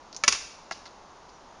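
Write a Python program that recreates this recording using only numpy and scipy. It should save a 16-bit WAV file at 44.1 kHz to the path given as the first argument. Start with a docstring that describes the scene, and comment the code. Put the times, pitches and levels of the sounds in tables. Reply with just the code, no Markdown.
"""Splitting a pole in the woods

A wooden pole is levered in a brake, a frame that grips it. A few fibres tick, the pole splits with
two sharp cracks and a snap, then it knocks against the brake. Each break rings the pole and tears a
short run of splinters. The trees scatter a bright echo over a soft rush of air and one far bird."""
import sys
import numpy as np
from scipy import signal
from scipy.fft import rfft, irfft
from scipy.io import wavfile
from scipy.ndimage import uniform_filter1d

SR = 44100
rng = np.random.default_rng(int(sys.argv[2]) if len(sys.argv) > 2 else 0)


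def file_out(sig):
    """Save sig as 16-bit WAV at sys.argv[1]."""
    # one column per channel
    cols = np.atleast_2d(sig).T
    # limit, then scale
    lim = np.clip(cols, -1, 1)
    pcm = np.round(lim * 32767).astype(np.int16)
    wavfile.write(sys.argv[1], SR, pcm)


N = 70560

# The moments when the wood breaks. Each row: start in seconds, ring gain in dB, pitch in Hz above which
# the ring weakens, splinter gain in dB, splinter run in seconds, tilt in dB per octave, echo gain in dB.
BREAKS = [ (0.2370, 0, 9000, -1, 0.0039, -1, -2.5), (0.2778, -16, 5000, 4, 0.0036, -2, 2.5),
          (0.2792, 0, 9000, 5.5, 0.0056, 3, -4.5), (0.3230, -19.5, 4000, -5.5, 0.011, 1, -9),
          (0.3258, -17.5, 6060, -4.5, 0.00067, 1, 2), (0.3337, -18, 1820, -15, 0.0036, -2.5, -9),
          (0.3480, -53, 3000, -10, 0.009, -1, -17), (0.7106, -38, 2000, -18, 0.0051, -0.5, 6), ]
def breaks(t):
    """Each break rings the pole and tears splinters. 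Returns the direct sound and the echo's input."""
    direct, to_trees = 0, 0
    for start, ring_db, corner_hz, splinter_db, run_s, tilt_db, echo_db in BREAKS:
        body = undb(ring_db - 19) * pole(t, corner_hz, whole=start < 0.26)
        tear = undb(splinter_db + 9.5) * splinters(t, run_s, tilt_db)
        direct += at(start, body + tear)
        to_trees += undb(echo_db) * at(start, undb(-5) * body + tear)  # the ring carries less far
    return direct, to_trees


# The pole's own tones. Each row: pitch in Hz, gain in dB while whole, gain in dB once split,
# seconds to fade by 60 dB without the clamp.
POLE_TONES = [(225, -30, -12.5, 0.08), (408, -24.5, -11.5, 0.085), (588, -13, -27, 0.14),
              (1099, -21, -0.5, 0.073), (1325, 1.5, -3.5, 0.042), (1730, -2, -18, 0.062),
              (1968, -16, -3.5, 0.062), (2260, 0.5, -1, .046), (2672, -7, 3.5, 0.033), (2855, -13, 2, .035),
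              (4580, -11.5, -6, .042), (4410, -19, 0, 0.055), (4830, -4.5, -3, 0.045),
              (5200, -19, 0.5, 0.055), (5776, -19, 8, 0.033), (5910, -7.5, 4, 0.033), (6640, -14, 2, 0.034)]
def pole(t, corner_hz, whole):
    """The pole rings after a break until the clamp stops it. Splitting changes the mix of tones."""
    rise_s, clamp_s = 0.00076, 0.033
    tones = [(hz, whole_db if whole else split_db, fade_s) for hz, whole_db, split_db, fade_s in POLE_TONES]
    return ring(t, tones, corner_hz) * (1 - np.exp(-t / rise_s)) * np.exp(-(t / clamp_s) ** 2)


# The tone colour of tearing fibres. Each row: frequency in Hz, gain in dB.
SPLINTER_COLOUR = [(40, -9), (150, -15), (550, -11), (1000, -1), (1900, -2), (2650, 0.5), (3300, -4.5),
                   (4400, 0), (5700, 2.5), (7000, 0), (10000, -5.5), (13000, -10.5)]
def splinters(t, run_s, tilt_db):
    """One fibre snaps and its neighbours follow in a dying run; each snap shakes the wood around it."""
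    snaps_per_s, spread_db = 2500, 4
    snapping = rng.random(len(t)) < snaps_per_s / SR
    strength = undb(spread_db * rng.standard_normal(len(t)))
    direction = np.sign(rng.standard_normal(len(t)))
    snaps = unit(snapping * direction * strength * np.exp(-(t / run_s) ** 2))
    snaps[0] += 0.47  # the first fibre to go
    shaking = np.sqrt(np.abs(convolve(snaps ** 2, fade(t, fade_s=0.041) ** 2)))
    wood = unit(shaking * rng.standard_normal(len(t)))
    return colour(whiten(unit(snaps) + wood), SPLINTER_COLOUR, tilt_db)


# Single fibres giving way. Each row: start in seconds, pitch in Hz, level in dB, splinter run in seconds.
TICKS = [(0.1277, 4570, -20, .003), (0.1468, 4930, -19.5, 0.0043), (0.1646, 6400, -9.5, 0.00091),
         (0.7209, 4440, -12.5, 0.006), (0.856, 4060, -19, 0.022), (1.292, 4700, -30.5, 0.0035)]
def fibre_ticks(t):
    """Thin fibres snap, and each rings briefly at its own pitch."""
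    ticks = 0
    for start, hz, db, run_s in TICKS:
        resonance = signal.iirpeak(hz, Q=2.8, fs=SR)
        tick = signal.lfilter(*resonance, splinters(t, run_s, tilt_db=0))
        ticks += at(start, undb(db) * unit(tick))
    return ticks


# The brake's own tones. Each row: pitch in Hz, gain in dB, seconds to fade by 60 dB.
BRAKE_TONES = [(188, -15, 0.084), (355, -16, 0.095), (665, -2, 0.055), (774, -2.5, 0.068),
               (905, -7.5, 0.062), (1090, -2.5, 0.037), (1363, 1, 0.047), (1666, -0.5, 0.044),
               (1966, -2.5, 0.042), (2120, -1.5, 0.047), (2790, -8.5, 0.046)]
# The pole's knocks on the brake. Each row: start in seconds, gain in dB.
KNOCKS = [(0.7106, -30), (0.8580, -46)]
def brake_knocks(t):
    """The pole bumps the brake and makes it ring."""
    rise_s = 0.00074
    knock = ring(t, BRAKE_TONES) * (1 - np.exp(-t / rise_s))
    return sum(at(start, undb(db) * knock) for start, db in KNOCKS)


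# The trees' echo, band by band. Each row: centre in Hz, gain in dB, seconds for the far echo to fade 60 dB.
ECHO_BANDS = [(60, -0.5, 0.78), (297, -9.5, 0.17), (900, -22, 1), (1690, -13, 0.68), (2500, -9, 0.65),
              (3400, -9.5, 0.62), (5200, -9, 0.71), (7000, -11.5, 0.62), (10000, -10, 0.59)]
def tree_echo(t):
    """How the clearing answers a click: near trunks first, then the deeper wood rings on."""
    onset_s, trunk_spread_db = 0.02, 1.5
    centres_hz, gains_db, fades_s = np.array(ECHO_BANDS).T
    scatter = rng.standard_normal(N) * undb(trunk_spread_db * rng.standard_normal(N))
    spectrum = rfft(scatter / np.std(scatter))
    log_hz = np.log(np.maximum(np.fft.rfftfreq(N, 1 / SR), 1))
    onset = 1 - np.exp(-(t / onset_s) ** 2)
    near = undb(-1.5) * fade(t, fade_s=0.18)
    echo = 0
    for db, fade_s, this_band in zip(gains_db, fades_s, np.eye(len(ECHO_BANDS))):
        band = irfft(spectrum * np.interp(log_hz, np.log(centres_hz), this_band), N)
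        echo += undb(db) * band * unit(onset * (near + fade(t, fade_s)))
    return echo


# The tone colour of distant air and leaves. Each row: frequency in Hz, gain in dB.
AIR_COLOUR = [(25, -2), (55, -1), (110, -8.5), (200, -3.5), (450, -3), (700, -1.5), (950, 1.5),
              (1250, -4.5), (1700, -12.5), (2500, -17.5), (4000, -18), (6300, -18), (10000, -28)]
def air(t):
    """A soft, steady rush from far away."""
    rush = colour(rng.standard_normal(len(t)), AIR_COLOUR)
    return undb(-51) * rush / np.std(rush)


# Points along a bird's call. Each row: time in seconds, pitch in Hz, level in dB.
BIRD_CALL = [(1.326, 5670, -80), (1.339, 5840, -63), (1.355, 5850, -67), (1.374, 5700, -63),
             (1.405, 5700, -78)]
def bird(t):
    """One thin, wavering call from far away."""
    waver_hz = 89
    times, hz, db = np.array(BIRD_CALL).T
    waver = uniform_filter1d(rng.standard_normal(N), size=200)
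    pitch = np.interp(t, times, hz) + waver_hz * waver / np.std(waver)
    level = undb(np.interp(t, times, db)) * (t > times[0]) * (t < times[-1])
    return level * np.sin(2 * np.pi * np.cumsum(pitch) / SR)


def ring(t, tones, corner_hz=np.inf):
    """Fading tones after a push; a slower push (a lower corner) leaves out the high ones."""
    sound = 0
    for k, (hz, db, fade_s) in enumerate(tones):
        strength = undb(db) / np.hypot(1, (hz / corner_hz) ** 2)
        sound += (-1) ** k * strength * fade(t, fade_s) * np.sin(2 * np.pi * hz * t)
    return sound


def fade(t, fade_s):
    """A level that falls by 60 dB every fade_s seconds."""
    return np.exp(-np.log(1000) * t / fade_s)


def undb(db):
    """Turn decibels into a gain."""
    return 10 ** (np.asarray(db) / 20)


def unit(x):
    """Scale to an energy of 1."""
    return x / np.sqrt(np.sum(x ** 2) + 1e-18)


def at(start, x):
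    """Place a sound at its start time in seconds."""
    return np.pad(x, (int(start * SR), N))[:N]


def convolve(x, response):
    """Pass a sound through a response, keeping its length."""
    return signal.fftconvolve(x, response)[:len(x)]


def shape(x, db):
    """Give each frequency its own gain, with no ringing ahead of the sound."""
    cepstrum = irfft(np.log(undb(db)))
    cepstrum[1:len(x)] *= 2
    cepstrum[len(x) + 1:] = 0
    return irfft(rfft(x, 2 * len(x)) * np.exp(rfft(cepstrum)))[:len(x)]


def colour(x, points, tilt_db=0):
    """Filter through (Hz, dB) points; a positive tilt, in dB per octave, brightens the sound."""
    hz = np.maximum(np.fft.rfftfreq(2 * len(x), 1 / SR), 1)
    point_hz, point_db = np.array(points).T
    tilt = tilt_db * np.log2(np.maximum(hz, 600) / 3000)
    return shape(x, np.interp(np.log(hz), np.log(point_hz), point_db) + tilt)


def whiten(x):
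    """Even out a burst's frequencies so that it has no pitch of its own."""
    smooth_hz = 150
    power = np.abs(rfft(x, 2 * len(x))) ** 2
    smoothed = uniform_filter1d(power, int(smooth_hz * 2 * len(x) / SR))
    return unit(shape(x, -10 * np.log10(smoothed + 1e-12)))


def scene():
    """Mix the breaks, ticks and knocks with their echo, the air and the bird."""
    t = np.arange(N) / SR
    brief = t[:4096]  # time enough for one short burst
    background = air(t) + bird(t)
    echo = tree_echo(t)
    cracks, to_trees = breaks(brief)
    ticks, knocks = fibre_ticks(brief), brake_knocks(brief)
    to_trees += undb(-3) * ticks + undb(-6.5) * knocks
    return (cracks + ticks + knocks + convolve(to_trees, echo) + background)[None]


# The microphone's tone colour. Each row: frequency in Hz, gain in dB.
MIC_COLOUR = [(20, -2), (6800, 1.5), (7300, -5.5), (7750, -18), (8100, -25), (8500, -13), (9000, -6),
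              (9600, -8.5), (10200, -14.5), (11000, -36)]
def record(dry):
    """A small microphone rounds the loudest peaks, dips part of the treble and cuts the very top."""
    overload, top_hz = 0.88, 11100
    rounded = overload * np.tanh(dry / overload)
    heard = np.array([colour(channel, MIC_COLOUR) for channel in rounded])
    return signal.sosfilt(signal.ellip(8, 0.2, 70, top_hz, fs=SR, output="sos"), heard)


dry = scene()
out = record(dry)
file_out(out)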